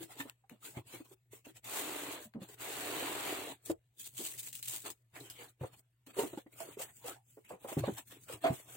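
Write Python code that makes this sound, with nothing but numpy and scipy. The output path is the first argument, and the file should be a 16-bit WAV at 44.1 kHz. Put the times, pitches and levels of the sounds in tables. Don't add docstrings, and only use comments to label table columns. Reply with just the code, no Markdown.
import sys
import numpy as np
from scipy import signal
from scipy.fft import rfft, irfft, next_fast_len
from scipy.io import wavfile
from scipy.ndimage import uniform_filter1d, map_coordinates

SR = 44100
rng = np.random.default_rng(int(sys.argv[2]) if len(sys.argv) > 2 else 0)


def transcribe(signal):
    frames = np.atleast_2d(signal).T
    limited = np.clip(frames, -1, 1)
    pcm = np.round(limited * 32767).astype(np.int16)
    wavfile.write(sys.argv[1], SR, pcm)


def gain_from_db(level_db):
    decades = np.asarray(level_db, float) / 20
    return 10 ** decades


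N = 386316

# peak_s, rise_s, fall_s, hiss_db, edge_over_hiss_db
OPENING_STROKES = [(0.031, 0.064, 0.057, -49, -4.5), (0.118, 0.066, 0.12, -56, -0.5),
                   (.206, .06, 0.062, -46, 0.5), (.285, 0.21, 0.1, -64, 3), (.497, 0.0072, 0.2, -67, 4),
                   (0.654, 0.052, .15, -47.5, -8.5), (0.775, 0.056, 0.072, -57, 5.5),
                   (0.872, .02, 0.3, -60, -20), (0.946, 0.12, 0.12, -53, 0.5),
                   (1.137, 0.16, .025, -61.5, -9.5), (1.333, 0.033, 0.11, -55, -5),
                   (1.453, 0.015, 0.13, -60.5, 3.5), (1.501, .1, 0.063, -64.5, -2),
                   (1.571, 0.043, 0.047, -56, -4), (2.428, 0.042, 0.092, -57, 3.5),
                   (2.491, 0.025, 0.12, -55.5, -6), (2.545, 0.11, 0.022, -56, -6),
                   (1.055, .03, .05, -64, -2)]
# time_s, hiss_db, edge_over_hiss_db
TRAY_PULLS = [
    [(1.62, -99, 3), (1.645, -52.5, -1.5), (1.774, -39.5, -2), (1.836, -45.5, 2), (2.107, -49, 2),
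     (2.123, -45, -0.5), (2.179, -58.5, 8.5), (2.25, -53, -8.5), (2.323, -100, 4)],
    [(2.56, -83.5, 5), (2.611, -46.5, -0.5), (3.073, -45, 5.5), (3.137, -47, 4), (3.289, -44, 4),
     (3.522, -54.5, 4.5), (3.576, -79, 3), (3.62, -100, 20)],
]
# peak_s, rise_s, fall_s, hiss_db, edge_over_hiss_db
BAG_STROKES = [(3.64, 0.16, 0.036, -77.5, -10), (3.655, 0.012, 0.094, -50, -29),
               (3.714, 0.1, 0.03, -49.5, -6.5), (3.999, 0.031, 0.17, -48.5, -25),
               (4.071, 0.12, 0.045, -48, -21), (4.189, 0.065, 0.26, -43.5, -15),
               (4.254, 0.14, 0.3, -43.5, -15), (4.397, 0.02, 0.04, -42, -39), (4.381, .008, .08, -47, -25),
               (4.432, 0.0086, 0.13, -48.5, -32), (4.478, 0.09, .052, -44.5, -17),
               (4.553, 0.01, 0.1, -47.5, -27), (4.53, .005, .1, -50, -30), (4.629, 0.0057, .045, -52, -42),
               (4.679, 0.01, 0.23, -41, -20), (4.655, .05, .1, -48, -35),
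               (4.749, 0.11, 0.079, -41.5, -10.5), (4.862, 0.03, 0.075, -44.5, 1.5),
               (4.907, 0.031, 0.022, -48, -36), (5.168, 0.05, 0.1, -55, 3), (5.26, 0.2, .12, -59, -2),
               (5.303, 0.008, 0.12, -53.5, -12), (5.415, 0.13, 0.12, -57.5, 4),
               (5.442, 0.27, 0.13, -59.5, -4), (5.618, 0.044, 0.21, -63.5, 5.5),
               (5.677, 0.13, 0.029, -64, -2), (5.795, 0.1, 0.039, -62.5, -12), (4.595, .04, .03, -52, -15),
               (5.205, .015, .1, -58, -15), (5.742, .07, .05, -64, 0), (5.497, .05, .04, -62, -20),
               (4.82, .03, .04, -54, -20)]
# peak_s, rise_s, fall_s, hiss_db, edge_over_hiss_db
SLEEVE_STROKES = [(6.066, .006, 0.11, -60, -1), (6.106, 0.027, 0.041, -62, 3.5),
                  (6.195, 0.054, .17, -40.5, -2), (6.379, 0.03, 0.09, -58, 1),
                  (6.585, 0.06, .06, -58, -10), (6.609, 0.075, 0.16, -50, -2.5),
                  (6.731, 0.38, .085, -58.5, -3.5), (6.796, 0.025, 0.14, -47, -5),
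                  (6.822, 0.044, 0.064, -41.5, -4), (6.968, 0.13, 0.39, -61.5, -21),
                  (7.084, 0.072, 0.1, -45, 0), (7.301, 0.17, 0.6, -68.5, -36), (6.145, .03, .04, -62, 3),
                  (6.335, .02, .06, -60, 2), (6.47, .015, .05, -75, 6), (6.53, .03, .08, -62, -8),
                  (6.9, .06, .06, -62, -3),
                  (7.495, 0.03, 0.13, -58.5, -0.5), (7.647, 0.09, .065, -58, -3.5),
                   (7.689, 0.028, 0.2, -48.5, -1.5), (7.731, 0.065, 0.052, -49, -11),
                   (7.792, 0.03, 0.047, -46, 1.5), (7.859, 0.068, 0.11, -59, 10),
                   (7.95, 0.28, 0.09, -57.5, -3), (7.983, 0.036, 0.057, -45, -3),
                   (8.12, 0.04, 0.14, -57, 2), (8.08, .05, .15, -58, -30), (8.334, 0.08, 0.08, -49.5, -0.5),
                   (8.29, .025, .12, -53, 2), (8.24, .1, .1, -60, -20), (8.444, 0.03, 0.05, -50, 7),
                   (8.467, .02, .13, -51, 7), (8.42, .03, .05, -60, 0), (8.541, .08, 0.17, -50, -6.5),
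                   (8.758, 0.15, .1, -52, -6), (8.69, .04, .2, -57, -4), (8.6, .08, .08, -57, -5),
                   (7.45, .02, .12, -66, -6)]
# start_s, peak_db, pitch_hz, length_s
TAUT_KNOCKS = [(.001, -45.5, 331, 0.073), (.193, -43.5, 275, .06), (0.198, -37, 1786, .032),
               (0.437, -63, 794, 0.022), (1.001, -40, 311, 0.022), (1.11, -54, 384, 0.035),
               (1.33, -47.5, 410, 0.024), (1.486, -51.5, 313, 0.033), (3.695, -27.5, 331.4, 0.038),
               (3.699, -31.5, 568, 0.014), (6.164, -36.5, 397.6, 0.13), (6.183, -28.5, 432, 0.056),
               (6.185, -36, 922, 0.052), (6.46, -44, 305, 0.021), (6.601, -40.5, 666, 0.042),
               (6.769, -36.5, 415, 0.018), (7.041, -42.5, 496, 0.053), (7.369, -43.5, 428, 0.031),
               (7.836, -25, 590, 0.013), (7.837, -37.5, 1126, 0.016), (8.296, -41, 489, 0.029),
               (8.437, -35, 292, 0.12), (8.437, -29.5, 660, .095), (8.4377, -28.5, 709, .095),
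               (5.388, -53.5, 480, 0.084)]
# start_s, peak_db, pitch_hz, length_s
LOOSE_KNOCKS = [(0.251, -46.5, 296, 0.025), (0.506, -53, 273, .056), (0.767, -46, 292, 0.043),
                (.934, -49, 345, .041), (1.465, -45.5, 268, 0.018), (2.344, -45, 230, 0.087),
                (8.5, -37, 259, 0.043), (4.188, -49, 334, 0.08), (4.847, -53, 418, 0.054),
                (5.157, -60, 680, 0.032), (5.607, -45, 342, 0.04), (5.63, -40, 503, 0.043),
                (6.066, -57, 274, .074), (6.224, -35.5, 356, 0.057), (6.33, -39.5, 361, 0.023),
                (6.378, -50, 500, .03), (6.792, -43, 523, 0.033), (7.498, -44, 504, 0.078),
                (7.641, -43.5, 511, 0.043), (7.679, -48.5, 810, 0.062), (7.717, -37.5, 483, 0.026),
                (7.766, -31, 277, 0.034), (7.876, -28.5, 337, 0.037), (8.442, -40, 2100, .06)]
# start_s, level_db, pitch_hz, length_s
SINGING_FOLDS = [(.09, -58, 750, .06), (.2, -56, 4000, .02), (.62, -62, 1300, .06), (3.97, -69, 3500, .05),
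                 (4.04, -60, 4300, .03), (4.175, -55, 3200, .05), (4.245, -52, 2900, .04),
                 (4.255, -55, 4200, .04), (4.335, -60, 2000, .03), (4.47, -56, 2600, .02),
                 (4.627, -54, 4000, .03), (4.72, -54, 3000, .06), (5.2, -56, 4000, .035),
                 (5.3, -60, 3000, .05), (5.48, -64, 3800, .03), (6.372, -56, 1400, .03),
                 (6.462, -68, 2000, .03), (6.525, -64, 2300, .04), (6.64, -58, 560, .08),
                 (6.88, -63, 1900, .05), (7.15, -63, 800, .08), (7.44, -68, 2100, .05),
                 (7.45, -67, 2650, .07), (7.715, -56, 2700, .04), (8.442, -50, 1700, .02),
                 (8.464, -50, 1800, .025), (8.464, -54, 3200, .02), (6.176, -44, 540, .09),
                 (5.155, -56, 2200, .04), (8.5, -46, 800, .05)]
# start_s, peak_db, dull_over_peak_db, left_over_right_db
CREASE_SNAPS = [(2.3382, -61, 18, 4), (3.66, -33, -25, 8), (4.1893, -33.5, -20, -2.5),
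                (4.21, -35, -24.5, 4), (4.252, -25, -21, 0), (4.379, -36.5, -20, 7),
                (4.397, -36, -32, 11.5), (4.432, -36.5, -37, 2), (4.49, -37.5, -36, 3),
                (4.529, -31.5, -32, 6.5), (4.553, -29, -42, 5.5), (4.6279, -26, -51, -1),
                (4.6765, -30, -24, 4), (4.903, -29, -43, 6), (5.157, -47, 8, -3), (5.3004, -31, -19, -4),
                (6.0708, -48.5, -3, -5), (6.6044, -31, -10, -6.5), (4.0682, -36, -30, 1),
                (4.592, -43, -25, 5), (4.6578, -42, -35, 3), (4.8165, -46, -30, 3), (4.8449, -45, -10, 1),
                (5.4969, -52, -20, 1), (6.1935, -31, -5, -2), (6.3746, -50, 0, 4), (7.0491, -46, -8, 0),
                (7.8388, -46, 0, 0), (7.8722, -45, 0, 0), (8.4439, -40, -3, 0), (8.4658, -40, -3, -1),
                (.197, -42, -5, 2), (1.4501, -54, -8, 1), (1.6427, -48, -10, 5), (7.4955, -50, -8, -1),
                (7.6846, -47, -8, -2)]
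# start_s, peak_db, dull_over_peak_db, left_over_right_db
EDGE_TICKS = [
    (.2975, -30, -1, 3),
    (.497, -40, 1, 10),
    (5.203, -42, -20, 0),
]
# start_s, peak_db,
# pitch_hz, length_s
THUMPS = [(0.2, -49, 120, 0.047), (0.519, -57, 216, 0.063), (0.767, -35, 119.5, 0.06),
          (2.356, -37.5, 198, 0.035), (2.415, -36, 190, 0.03), (2.252, -47.5, 218, 0.047),
          (5.609, -31, 131, 0.052), (5.639, -41, 104, 0.04), (7.533, -48.5, 180, 0.035),
          (7.768, -23, 140.5, 0.05), (7.799, -29, 120, 0.092), (7.874, -28.5, 206.5, 0.048),
          (7.919, -39.5, 116, 0.049), (8.337, -44.5, 111, 0.06), (8.499, -24, 131, 0.045),
          (6.373, -27, 300, .018), (7.878, -30, 520, .012), (3.7, -44, 90, .06), (5.133, -55, 125, .04),
          (6.229, -32, 420, .012), (7.79, -33, 250, .025)]
# pitch_hz, level_db (per hertz)
CARD_HISS = [(880, -52), (1500, -11), (1580, -15.5), (2640, -7.5), (2910, -8), (3660, -7), (5710, -9),
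             (7840, 1), (11200, -8.5), (15100, -4), (16000, -4)]
# pitch_hz, level_db (per hertz)
BAG_FILM = [(900, -42), (1600, -17), (2600, -8), (3700, -6), (5600, -9.5), (7840, 1), (11200, -8),
            (16000, -4)]
# pitch_hz, level_db (per hertz)
EDGE_SCRAPE = [(410, -16), (700, -2.5), (745, -2), (956, -2), (1390, -5.5), (2690, -4.5), (4500, -10.5),
               (5850, -44), (9900, -120)]
# pitch_hz, width_hz, level_db
PANEL_MODES = [(120, 37, -11), (290, 32.4, 3.5), (415, 110, 0.5), (672, 150, -3), (794, 240, -13.5),
               (900, 56, -12.5)]
# pitch_hz, level_db (per hertz)
ROOM_AIR = [(25, -1.5), (64, 6), (185, -11.5), (900, -33), (2500, -23), (5000, -36.5), (9500, -37),
            (16000, -37.5)]
# pitch_hz, likeness (0 to 1)
LEFT_RIGHT_LIKENESS = [(30, .7), (60, 0.93), (130, 0.94), (290, 0.95), (640, 0.52), (1400, 0.22),
                       (3000, .01)]
# pitch_hz, left_over_right_db
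PORT_BALANCE = [(200, 1), (700, -1.5), (4000, .5), (9000, -0.5), (15000, 6)]
# pitch_hz, decay_s
ROOM_DECAY = [(100, 0.053), (500, 0.12), (3000, 0.068), (12000, 0.21)]

HUM_HZ, TOP_HZ = 119.3, 15950
STROKE_DROP_DB, RISE_BEND, FALL_BEND = 29, 1.05, 1.03
DRONE_DB, DRONE_GROWS = -4, 0.99
DRONE_LAG_S, PULL_DRONE_DB = .04, 1.5
QUIET_DB = -91.5
GATE_DB, GATE_STEEP = -70.5, 1
FILM_START_S, FILM_END_S, FILM_DB = 3.62, 5.13, 1
TAUT_RATTLE, LOOSE_RATTLE = 0.25, 0.57
FOLD_WIDTH = .18
CRACK_S = .004
RUSTLE_DB, RUSTLE_S = -15, .03
TICK_RUSTLE_DB, TICK_RUSTLE_S = -30, .012
MORE_GAPS_S, MORE_GAPS_DB = 5.5, 4


def unit(x):
    return x / np.sqrt(np.mean(x ** 2) + 1e-20)


def along(points, hz):
    f, value = np.transpose(points)
    return np.interp(np.log(hz + 1), np.log(f + 1), value)


def wobble(rate):
    knots = rng.standard_normal(int(N * rate / SR) + 4)
    return map_coordinates(knots, [np.arange(N) * rate / SR])


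def filtered(x, response):
    m = next_fast_len(N + SR // 2)
    return irfft(rfft(x, m) * response(np.fft.rfftfreq(m, 1 / SR)), m)[..., :N]


def strokes(t):
    rows = OPENING_STROKES + BAG_STROKES + SLEEVE_STROKES
    peak, rise, fall, peak_db, edge_db = np.transpose(rows)[:, :, None]
    grid = np.arange(0, N / SR, .001)
    away = np.abs(peak - grid)
    flank = np.where(grid < peak, (away / rise) ** RISE_BEND, (away / fall) ** FALL_BEND)
    stroke_db = peak_db - STROKE_DROP_DB * flank
    stroke_db = stroke_db - GATE_STEEP * np.clip(GATE_DB - stroke_db, 0, None)

    curves = [np.transpose(p) for p in TRAY_PULLS]
    pull_db = np.array([np.interp(grid, c[0], c[1], left=-200, right=-200) for c in curves])
    pull_edge_db = np.array([np.interp(grid, c[0], c[2], left=-200, right=-200) for c in curves])
    still = 0 * grid
    hiss_db = np.vstack([stroke_db, pull_db, QUIET_DB + still])
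    edge_db = np.vstack([edge_db + still, pull_edge_db, still])
    load_db = np.vstack([0 * flank, PULL_DRONE_DB + 0 * pull_db, still])

    drone_db = hiss_db + DRONE_DB + load_db + DRONE_GROWS * edge_db
    layers = hiss_db, hiss_db + edge_db, drone_db
    hiss, edge, drone = [np.sum(gain_from_db(2 * db), axis=0) for db in layers]
    keep = np.exp(-.001 / DRONE_LAG_S)
    late = signal.lfilter([1 - keep], [1, -keep], drone, zi=drone[:1])[0]
    drone = np.minimum(drone, late)
    return [np.interp(t, grid, 10 * np.log10(power)) for power in (hiss, edge, drone)]


def pair(gain, grain_db, patchy_db):
    _, frame, z = signal.stft(rng.standard_normal((2, N)), SR, nperseg=512)
    field = uniform_filter1d(rng.standard_normal(z.shape[1:]), size=3, axis=0)
    field = uniform_filter1d(field, size=9, axis=1)
    firm_db = uniform_filter1d(strokes(frame)[0], size=28)
    streaks = unit(field) * np.clip((-48 - firm_db) / 12, .2, 1)
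    noise = signal.istft(z * gain_from_db(patchy_db * streaks), nperseg=512)[1][:, :N]
    noise = noise * gain_from_db(grain_db * wobble(300))

    def spread(hz):
        turn = np.arccos(np.clip(along(LEFT_RIGHT_LIKENESS, hz), -1, 1)) / 2
        return gain(hz) * np.array([np.cos(turn), np.sin(turn)])

    mid, side = filtered(noise, spread)
    return unit(np.array([mid + side, mid - side]))


def background():
    t = np.arange(N) / SR
    opening = np.clip((strokes(t)[0] + 92) / 30, 0, 1)
    phase = 2 * np.pi * HUM_HZ * t + .5 * wobble(42)
    hum_db = -75.0 + 5.5 * opening + (2.0 + 3.0 * opening) * wobble(23)
    hum = gain_from_db(hum_db) * np.sqrt(2) * np.sin(phase)
    rumble = pair(lambda hz: (hz / 90) ** 2 / (1 + (hz / 110) ** 4), grain_db=3.5, patchy_db=3.5)
    air = pair(lambda hz: gain_from_db(along(ROOM_AIR, hz)), grain_db=-4.0, patchy_db=-2.5)
    return hum + gain_from_db(-99.5 + 28.2 * opening) * rumble + gain_from_db(-81.5) * air


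def thud(t, length):
    rise = 1 - np.exp(-(t / (0.003 + 0.037 * length)) ** 2)
    return rise * gain_from_db(-9 * t / length - 17.4 * (t / length) ** 2)


def knocks():
    out, t = np.zeros(N + SR), np.arange(SR // 5) / SR
    f = np.fft.rfftfreq(len(t), 1 / SR)
    for rows, share in [(TAUT_KNOCKS, TAUT_RATTLE), (LOOSE_KNOCKS, LOOSE_RATTLE)]:
        for start, db, hz, length in rows:
            colour = f * hz / np.abs(hz * hz - f * f + .6j * f * hz) / (1 + (f / (3 * hz)) ** 2)
            rattle = unit(irfft(rfft(rng.standard_normal(len(t))) * colour, len(t)))
            blow = (1 - share) * np.sin(2 * np.pi * hz * t) + 1.105 * share * rattle
            out[round(start * SR):][:len(t)] += gain_from_db(db + 5.5) * blow * thud(t, np.clip(length, .008, .1))
    return out[:N]


def room(x):
    hz, t, z = signal.stft(rng.standard_normal((2, SR // 4)), SR, nperseg=256)
    decay = gain_from_db(-60 * t / along(ROOM_DECAY, hz)[:, None])
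    tail = signal.istft(z * decay, SR, nperseg=256)[1]
    late = np.pad(x, (200, 0))[None]
    return signal.fftconvolve(late, tail / np.linalg.norm(tail[0]), axes=1)[:, :N]


def panel(f):
    total = 0
    for k, (centre, width, db) in enumerate(PANEL_MODES):
        total = total + (-1) ** k * gain_from_db(db) * 1j * f * width / (centre * centre - f * f + 1j * f * width)
    return total


def rubbing():
    t = np.arange(N) / SR
    hiss_db, edge_db, drone_db = strokes(t)
    on_film = (t > FILM_START_S) & (t < FILM_END_S)
    card = pair(lambda hz: gain_from_db(along(CARD_HISS, hz)), grain_db=1.5, patchy_db=3.0)
    film = pair(lambda hz: gain_from_db(along(BAG_FILM, hz)), grain_db=2.5, patchy_db=3.0)
    scrape = pair(lambda hz: gain_from_db(along(EDGE_SCRAPE, hz)), grain_db=1.1, patchy_db=4.5)
    drone = pair(panel, grain_db=4.2, patchy_db=5.0)
    hiss = gain_from_db(hiss_db + 3.0) * np.where(on_film, gain_from_db(FILM_DB) * film, card)
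    return hiss + gain_from_db(edge_db) * scrape + gain_from_db(drone_db + 1.5) * drone


def folds():
    out, t = np.zeros((2, N + SR)), np.arange(SR // 5) / SR
    f = np.fft.rfftfreq(len(t), 1 / SR)
    for start, db, hz, length in SINGING_FOLDS:
        band = f * hz / np.abs(hz * hz - f * f + 1j * FOLD_WIDTH * f * hz)
        ring = unit(irfft(rfft(rng.standard_normal((2, len(t)))) * band ** 2, len(t)))
        ring = ring * thud(t, np.clip(length, .01, .12))
        out[:, round(start * SR):][:, :len(t)] += gain_from_db(db + 3) * ring
    return out[:, :N]


def snaps():
    out, t = np.zeros((2, N + SR)), np.arange(SR // 6) / SR
    f = np.fft.rfftfreq(len(t), 1 / SR)
    dull = (f / 700) ** 2 / (1 + (f / 700) ** 2) / (1 + (f / 2500) ** 4)
    lead, size = 64, SR // 8
    rows = [(*k, RUSTLE_DB, RUSTLE_S) for k in CREASE_SNAPS]
    rows += [(*k, TICK_RUSTLE_DB, TICK_RUSTLE_S) for k in EDGE_TICKS]
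    for start, db, dull_db, pan_db, rustle_db, length in rows:
        stop = 11 * (t / np.clip(length, .01, .09)) ** 4
        burst = gain_from_db(-60 * t / CRACK_S) + gain_from_db(rustle_db - 6 * t / length - stop)
        noise = np.roll(rng.standard_normal((2, len(t))) * burst, lead, axis=1)
        own = gain_from_db(3.1 * unit(uniform_filter1d(rng.standard_normal(len(f)), size=70)))
        colour = own * (gain_from_db(along(BAG_FILM, f) + 8.5) + gain_from_db(dull_db + 14.0) * dull)
        crack = irfft(rfft(noise) * colour, len(t))[:, :size]
        level = gain_from_db(db - 8.5 + pan_db * np.array([[.5], [-.5]]))
        out[:, round(start * SR) - lead:][:, :size] += level * crack
    return out[:, :N]


def thumps():
    out, t = np.zeros(N + SR), np.arange(SR // 4) / SR
    for start, db, hz, length in THUMPS:
        turn = 2 * np.pi * hz * t
        bounce = np.sin(turn) + 0.45 * np.sin(0.793 * turn) + 0.28 * np.sin(2.8 * turn)
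        out[round(start * SR):][:len(t)] += gain_from_db(db - 0.5) * bounce * thud(t, np.clip(length, .01, .12))
    return out[:N]


def scene():
    blows = knocks()
    near = np.array([np.roll(blows, -4), np.roll(blows, 4)]) * gain_from_db([[-.3], [.3]])
    handling = rubbing() + folds() + snaps() + thumps()
    return background() + near + gain_from_db(-5.0) * room(blows) + handling


def open_gaps(x, share):
    hz, frame, z = signal.stft(x, SR, nperseg=1024)
    power = uniform_filter1d(np.sum(np.abs(z) ** 2, axis=0), size=4, axis=0)[2::4]
    level_db = 10 * np.log10(power + 1e-20)
    band_hz = hz[2::4]
    treble = (band_hz > 2500) & (band_hz < 12500)
    mean_db = level_db[treble].mean(axis=0)
    doubt_db = 12 * rng.standard_normal(level_db.shape)
    depth_db = uniform_filter1d(level_db - mean_db + doubt_db, size=4, axis=1)
    depth_db += .22 * np.abs(mean_db + 93)
    favour_db = 6 + MORE_GAPS_DB * (frame > MORE_GAPS_S)
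    depth_db -= favour_db * np.exp(-((band_hz[:, None] - 4700) / 1500) ** 2)
    muted = treble[:, None] & (depth_db < np.quantile(depth_db[treble], share))
    gain = np.repeat(np.where(muted, .01, 1), 4, axis=0)
    gain = np.pad(gain, ((0, 1), (0, 0)), "edge")
    return signal.istft(z * gain, SR, nperseg=1024)[1][:, :N]


def roll_off(x):
    return signal.sosfilt(signal.butter(12, 16820, fs=SR, output="sos"), x)


def record(dry):
    def ports(hz):
        balance = gain_from_db(along(PORT_BALANCE, hz) * np.array([[.5], [-.5]]))
        bass_cut = hz ** 2 / (hz ** 2 + 55 ** 2)
        return balance * (hz < TOP_HZ) * bass_cut

    heard = open_gaps(filtered(dry, ports), share=.15)
    return roll_off(heard)


dry = scene()
out = record(dry)
transcribe(out)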